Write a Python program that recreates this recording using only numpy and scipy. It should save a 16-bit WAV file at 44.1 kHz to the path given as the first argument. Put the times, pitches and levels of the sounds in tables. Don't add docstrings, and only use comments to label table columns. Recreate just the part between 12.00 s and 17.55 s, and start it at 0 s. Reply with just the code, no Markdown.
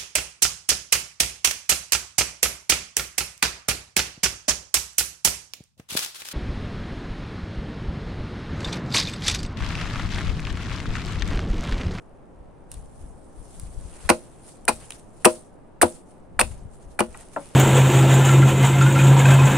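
import sys
import numpy as np
from scipy import signal
from scipy.fft import rfft, irfft
from scipy.io import wavfile
from scipy.ndimage import uniform_filter1d

SR = 44100
rng = np.random.default_rng(int(sys.argv[2]) if len(sys.argv) > 2 else 0)


def generate_wav(sig):
    pcm = np.round(np.clip(np.atleast_2d(sig).T, -1, 1) * 32767).astype(np.int16)
    wavfile.write(sys.argv[1], SR, pcm)


N = 244755

# start_s, cut_s, bite_db, knock_db (stake, before a trim), tear_db, fizz_db (splinters), thud_db,
# log_db (before a trim), head_db (axe head ring), hard_db (landing, dB per octave), pitch (stake, factor),
# pan_db (left minus right)
BLOWS = [(2.0907, .0095, -9, -11.5, -15, -22, -10, -13, -62, 2.5, 1.0, -2),
         (2.679, .0100, -9.5, -10, -15.5, -19.5, -18, -27, -50, 2, 1.02, 1),
         (3.2464, .0095, -10.5, -8.5, -18.5, -14, -7.5, -6.5, -64.5, 3.5, 1.02, 0),
         (3.8141, .013, -8, -16.5, -18.5, -15, -8.5, -13, -64, -1, 1.05, 0),
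         (4.391, .0195, -9.5, -9, -21, -19, -20.5, -26.5, -53, 9, .99, 0.5),
         (4.99, .0140, -16.5, -11, -28.5, -26.5, -14.5, -21.5, -68, -2.5, 1, 0.5)]
# (per Hz, relative)
FIZZ = [(1000, -34), (3000, -20.5), (5000, -24.5), (7100, -17.5), (7840, -5.5), (8150, -9.5), (8560, -2.5),
        (8900, -3.5), (9290, 0.5), (9750, -2.5), (10500, -13.5), (12000, -18.5), (16000, -32)]
# (per Hz, relative)
THUD = [(30, -29.5), (90, -5), (140, -18.5), (210, 0.5), (290, -2.5), (420, -9.5), (550, 0.5), (830, -2.5),
        (1300, -8), (2500, -29.5), (4000, -35.5), (9000, -49.5)]
# centre_s, level_db, pitch_hz, pan_db (left minus right)
EDDIES = [(.41, -41.5, 45, -11), (0.774, -33, 40.2, 6), (1.04, -32.5, 35.8, 3), (1.4, -39, 25.7, 12),
          (1.634, -31, 57, 14.5), (1.782, -33, 36.4, 21), (1.856, -35, 45.5, 17), (2.058, -33.5, 42, 19),
          (2.74, -37.5, 50, 5.5), (4.44, -28, 44.2, 2.5), (4.509, -33.5, 55.6, 15), (4.656, -33, 73, 11),
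          (4.874, -40, 40, 8.5), (5.099, -38.5, 45, 8)]


def axe():
    # pitch_hz (before the blow's pitch factor), level_db (relative), t60_s
    stake_modes = [(226, -16.5, 0.3), (405, -15, .04), (614, -9, .07), (754, 2.5, .05), (831, 1.5, 0.075),
                   (972, 1.5, 0.017), (1246, -8.5, 0.03), (1493, 0.5, 0.021), (1710, 2.5, 0.0091),
                   (2010, -4.5, 0.02), (2390, 0, 0.036), (4040, -11.5, .012)]
    # pitch_hz, level_db (relative, before the hardness tilt), t60_s
    log_modes = [(167, -22.5, 0.2), (233, -5.5, 0.16), (346.4, 6, 0.11), (499, 0.5, 0.13),
                 (534, -11.5, 0.18), (621, -4, 0.18), (740, -12.5, .06), (764, -8.5, 0.041),
                 (937, -19, 0.1), (984, -6, 0.1), (1050, -19, .09), (1085, -12, 0.031), (1400, -7, 0.019),
                 (1680, -18, 0.023), (1895, -12.5, 0.027), (2430, -24, .05), (2570, -15.5, .04)]
    # pitch_hz (before a pitch factor), level_db (relative), t60_s
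    head_modes = [(4048, 0, .42), (4120, -4, .3), (6300, -9, .25)]
    # (per Hz, relative)
    tear_spectrum = [(100, -29.5), (300, -3.5), (600, -0.5), (1000, 2.5), (1800, -12.5), (2600, -2.5),
                     (3300, -20.5), (4200, -10.5), (6000, -15), (12000, -33)]
    out = np.zeros((2, N))
    for (start, cut, bite_db, knock_db, tear_db, fizz_db, thud_db,
         log_db, head_db, hard_db, pitch, pan_db) in BLOWS:
        pan = amp([[pan_db / 2], [-pan_db / 2]])
        landing = start + cut

        knock = amp(knock_db - 5.5) * ring(stake_modes, pitch, 0, travel=.0025, apart=0.61)
        head = amp(head_db) * ring(head_modes, 0.94, 0, travel=0)
        tear = burst(cutting(cut, rise=.002, release=.008), tear_spectrum, spread_db=3, apart=.55)
        fizz = burst(cutting(cut, rise=0.00049, release=0.0072), FIZZ, spread_db=6.5, apart=0.67)
        fizz_and_chips = fizz + amp(-24) * chips()
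        thud = burst(cutting(0.0034, rise=0.00085, release=0.011), THUD, spread_db=-0.5, apart=0.63)
        log_ring = ring(log_modes, 1, hard_db, travel=.0012, apart=.35)

        add(out, start + 0.00029, pan * amp(bite_db) * bite(hz=1750 * pitch, spread=0.0014))
        add(out, start, pan * (knock + head))
        add(out, start, pan * (amp(tear_db) * tear + amp(fizz_db) * fizz_and_chips))
        add(out, landing, pan * amp(thud_db) * thud)
        add(out, landing, pan * amp(log_db - 2.5) * log_ring)
    return out


def bite(hz, spread):
    t = np.arange(SR // 40) / SR
    turns = hz * np.cumsum(1.3 / (1 + t / 0.0037)) / SR
    swell = t / spread * np.exp(.5 - .5 * (t / spread) ** 2)
    return swell * np.sin(2 * np.pi * turns + np.array([[.15], [-.15]]))


def cutting(length, rise, release):
    t = np.arange(SR // 5) / SR
    return (1 - np.exp(-t / rise)) * np.exp(-np.maximum(t - length, 0) / release)


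def chips():
    fall = cutting(0.03, rise=.012, release=0.04)
    return burst(fall, FIZZ, spread_db=7.5, apart=.4)


def bumps():
    # time_s, level_db, pitch (factor), bright_db (dB per octave)
    knocks = [(5.1450, -43.5, 1.42, 7), (5.362, -21, 1.0, 1)]
    # pitch_hz (before the factor), level_db (relative, before the tilt), t60_s
    pole_modes = [(169, -24, 0.39), (290.7, -12.5, 0.18), (392, -14, 0.056), (560, -4, 0.17),
                  (619, 2, 0.059), (752, -1.5, 0.058), (855, 3, 0.033), (960, -1, 0.049),
                  (1030, -3.5, 0.048), (1136, -13, 0.061), (1357, -5.5, 0.055), (1715, -4, 0.016),
                  (1980, -25, 0.054), (2700, -23.5, 0.036)]
    out = np.zeros((2, N))
    for time, db, pitch, bright_db in knocks:
        pole = ring(pole_modes, pitch, bright_db, travel=0.00307, apart=0.34)
        puff = burst(cutting(.004, rise=0.0026, release=0.02), THUD, spread_db=1, apart=0.37)
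        add(out, time - .002, amp(db) * pole)
        add(out, time + 0.00228, amp(db - 8.5) * puff)
    return out


def snaps():
    # start_s, crack_db, body_db, ping_db, pitch (factor for body and ping)
    breaks = [(0.7155, -29.5, -38, -43, 2.6), (0.741, -36, -53, -60, 1.4), (1.5970, -31, -43.5, -50, 1.8),
              (2.091, -16, -16, -32, 0.85), (2.1, -8, -6, -18, 1), (2.6522, -31.5, -61, -64, 2.4),
              (2.684, -13.5, -24, -32, 0.69), (2.9050, -27, -29.5, -38, 1.15),
              (2.9205, -39.5, -33, -50, 1.38), (3.251, -6.5, -18.5, -25, 1.7), (3.2535, -3.5, -3, -15, 1),
              (3.8175, -8, -21, -27.5, 0.45), (3.827, -13.5, -19.5, -28.5, 0.69),
              (4.3961, -28, -18, -20, 1.67), (4.4120, -8.5, -10, -14.5, 1.01),
              (5.0046, -17, -17.5, -20, 1.12), (5.1735, -37.5, -56, -62, 3.4), (5.209, -40, -42, -41, 0.73)]
    # (per Hz, relative)
    body_spectrum = [(200, -23.5), (800, -8.5), (1400, -8), (2000, 1.5), (2600, 3), (3300, -12.5),
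                     (4200, -12), (5500, -7), (7000, -24.5), (15000, -48.5)]
    # pitch_hz (before the factor), level_db (relative), t60_s
    splinter_modes = [(1650, -11, .015), (2560, 0, .022), (2900, -9, .015), (3400, -11, .015)]
    out = np.zeros((2, N))
    for start, crack_db, body_db, ping_db, pitch in breaks:
        crack = burst(cutting(0.0012, rise=0.00047, release=0.00098), FIZZ, spread_db=0.5, apart=0.22)
        pitched_body = np.multiply(body_spectrum, [pitch, 1])
        body = burst(cutting(.0008, rise=0.0007, release=0.0019), pitched_body, spread_db=1.5, apart=0.42)
        ping = ring(splinter_modes, pitch, 0, travel=0, apart=0.23)
        add(out, start, amp(crack_db) * crack + amp(body_db) * body)
        add(out, start, amp(ping_db) * ping)
    return out


def ports(x):
    # pitch_hz, balance_db (left minus right)
    balance = [(100, 4.5), (300, 5.5), (600, 3), (1200, 1.5), (2500, 1), (5000, -2), (9000, -2),
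               (14000, -2)]
    hz = np.fft.rfftfreq(N, 1 / SR)
    delay_s = 2.2e-5
    half = amp(read(balance, hz) / 2) * np.exp(-1j * np.pi * hz * delay_s)
    return irfft(rfft(x) * np.array([half, 1 / half]), N)


def forest(x):
    # pitch_hz, level_db
    echo_level = [(100, -24), (500, -22.5), (1200, -19.5), (2600, -15.5), (3800, -12), (6000, -17.5),
                  (9500, -24), (14000, -24)]
    # pitch_hz, t60_s
    echo_t60 = [(200, 0.55), (700, 0.15), (1800, 0.1), (4500, 0.15), (9500, 0.17), (14000, .3)]
    sparse = rng.standard_normal((2, SR)) * (rng.random((2, SR)) < 2500 / SR)
    hz, t, bands = signal.stft(sparse, SR, nperseg=256)
    t60 = read(echo_t60, hz)[:, None]
    decay = (1 - np.exp(-t / .012)) * 10 ** (-3 * t / t60)
    decay *= amp(read(echo_level, hz))[:, None] / np.sqrt(np.mean(decay ** 2, 1, keepdims=True))
    tail = signal.istft(bands * decay, SR, nperseg=256)[1] / np.linalg.norm(sparse[0])
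    return signal.fftconvolve(x, tail, axes=1)[:, :N]


def leaves():
    # peak_s, rise_s, fall_s, crackle_db, scuff_db
    moves = [(0, .05, .08, -72.5, -88), (.41, .06, 0.11, -86, -77), (0.724, .009, 0.069, -49, -58.5),
             (1.0, 0.14, 0.14, -59, -91), (1.58, .2, 0.45, -52.5, -83), (1.93, .12, 0.42, -55, -59.5),
             (2.06, .09, .05, -48, -51), (2.487, .04, 0.051, -47.5, -76), (2.83, .04, 0.068, -49.5, -53.5),
             (2.93, .025, 0.056, -46, -60), (3.22, .1, 0.069, -57, -73.5), (4.11, .04, 0.073, -62, -81),
             (4.52, .03, 0.06, -54, -54.5), (4.74, .025, 0.036, -57.5, -78.5),
             (4.83, 0.025, .025, -57.5, -65.5), (4.915, 0.031, 0.048, -57.5, -78),
             (5.191, .08, 0.087, -49.5, -53), (5.338, .02, 0.08, -49.5, -65),
             (5.45, .06, 0.18, -51.5, -54.5)]
    # (per Hz, relative)
    crackle_spectrum = [(200, -13), (900, -7.5), (2000, -13.5), (3200, -12), (5000, -11.5), (7000, -7.5),
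                        (9300, 0.5), (10400, -5.5), (11500, -19.5), (15000, -37.5)]
    # (per Hz, relative)
    scuff_spectrum = [(200, -9.5), (900, 0.5), (1800, -3), (2800, -5), (4000, -12.5), (7000, -16),
                      (12000, -41.5)]
    still_db = -78
    settle_db, settle_delay_s, settle_rise_s, settle_fall_s = -25, 0.044, .01, 0.063
    crinkles_per_s, crinkle_db = 120, -8

    clumps = amp(evened(uniform_filter1d(rng.standard_normal(N), size=700)))
    rustle = patchy(colour(grains(N, spread_db=3.6, apart=.8) * clumps, crackle_spectrum))
    single = grains(N, spread_db=1, apart=0.89) * (rng.random(N) < crinkles_per_s / SR)
    crackle = rustle + amp(crinkle_db) * evened(colour(single, crackle_spectrum))
    scuff = patchy(colour(grains(N, spread_db=3.8, apart=.6) * clumps, scuff_spectrum))

    stirring = [(peak, rise, fall, db) for peak, rise, fall, db, _ in moves]
    scuffing = [(peak, rise, fall, db) for peak, rise, fall, _, db in moves]
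    settling = [(start + settle_delay_s, settle_rise_s, settle_fall_s, fizz_db + settle_db)
                for start, _, _, _, _, fizz_db, *_ in BLOWS]
    return swells(stirring + settling, still_db) * crackle + swells(scuffing, still_db) * scuff


def buffets():
    out = np.zeros((2, N))
    t = np.arange(-SR // 20, SR // 20) / SR
    for centre, db, hz, pan_db in EDDIES:
        u = 2 * np.pi * hz * t
        thump = -u * np.exp(.5 - .5 * u ** 2)
        add(out, centre + t[0], amp([[db + pan_db / 2], [db - pan_db / 2]]) * thump)
    return out


def air():
    # (per Hz, relative)
    wind_spectrum = [(10, -1), (30, 1.5), (60, 1.5), (100, -7.5), (170, -11), (300, -30), (800, -56.5),
                     (3000, -93)]
    # (per Hz, relative)
    hush_spectrum = [(20, -8.5), (74, -19.5), (124, -15), (235, -16.5), (400, -19), (555, -19.5),
                     (796, -23.5), (1270, -32.5), (2200, -44.5), (4200, -56.5), (9500, -63.5),
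                     (12000, -70.5), (15000, -87)]
    wake_db, wake_rise_s, wake_fall_s = -6.5, 0.078, 0.11
    breeze_db = -59.5
    hush = amp(-48.5) * evened(colour(grains(N, spread_db=-1.5, apart=0.68), hush_spectrum))
    wakes = swells([(s, wake_rise_s, wake_fall_s, db + wake_db) for s, db, *_ in EDDIES], breeze_db)
    gusts = wakes * evened(colour(grains(N, spread_db=-1.5, apart=0.68), wind_spectrum))
    return hush + gusts * amp([[2], [-2.5]])


def ring(modes, pitch, tilt_db, travel, apart=.3):
    hz, db, t60 = np.transpose(modes)[:, :, None]
    t = np.maximum(np.arange(SR // 3) / SR - travel * np.sqrt(1000 / hz), 0)
    cycles = hz * pitch * t
    level = amp(db + tilt_db * np.log2(hz / 600) - 60 * t / t60)
    level *= 1 - np.exp(-2 * cycles ** 2)
    skew = apart * rng.choice([-1, 1], hz.shape) * np.minimum(hz / 1000, 1)
    return np.array([(level * np.sin(2 * np.pi * cycles + phase)).sum(0) for phase in (skew, -skew)])


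def burst(envelope, spectrum, spread_db, apart):
    x = colour(grains(len(envelope), spread_db, apart) * envelope, spectrum)
    return evened(x) * np.sqrt(np.mean(envelope ** 2))


def grains(n, spread_db, apart):
    shared, side = rng.standard_normal((2, n))
    size = amp(spread_db * np.minimum(rng.exponential(1, n), 5))
    return evened(size * np.array([shared + apart * side, shared - apart * side]))


def colour(x, spectrum, size=4096):
    log_gain = np.log(amp(read(spectrum, abs(np.fft.fftfreq(size, 1 / SR)))))
    taps = np.fft.ifft(np.exp(np.conj(signal.hilbert(log_gain)))).real[:size // 2]
    return signal.oaconvolve(x, taps[None] / np.linalg.norm(taps), axes=1)[:, :x.shape[1]]


def patchy(x):
    bands = signal.stft(x, SR, nperseg=256)[2]
    field = rng.standard_normal(bands.shape[1:])
    field = uniform_filter1d(field, size=9, axis=0)
    field = evened(uniform_filter1d(field, size=10, axis=1))
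    return evened(signal.istft(bands * amp(2.0 * field), SR, nperseg=256)[1][:, :N])


def swells(events, rest_db):
    t = np.arange(N) / SR
    power = amp(rest_db) ** 2
    for peak, rise, fall, db in events:
        shape = np.exp(-np.maximum((peak - t) / rise, (t - peak) / fall))
        power = power + (amp(db) * shape) ** 2
    return np.sqrt(power)


def amp(db):
    return 10 ** (np.asarray(db) / 20)


def read(points, hz):
    f, value = np.transpose(points)
    return np.interp(np.log(hz + 1), np.log(f), value)


def evened(x):
    return x / np.sqrt(np.mean(x ** 2) + 1e-20)


def add(mix, s, sound):
    part = mix[:, round(s * SR):][:, :sound.shape[-1]]
    part += sound[..., :part.shape[1]]


def scene():
    work = axe() + bumps() + snaps()
    work = signal.sosfilt(signal.butter(2, 55, "highpass", fs=SR, output="sos"), work)
    return ports(work) + forest(work) + leaves() + air() + buffets()


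def record(dry):
    ceiling, edge_hz = .93, 16200
    held = dry / (1 + (dry / ceiling) ** 6) ** (1 / 6)
    lowpass = signal.firwin(255, edge_hz, window=("kaiser", 8), fs=SR)
    return signal.oaconvolve(held, lowpass[None], "same")


dry = scene()
out = record(dry)
generate_wav(out)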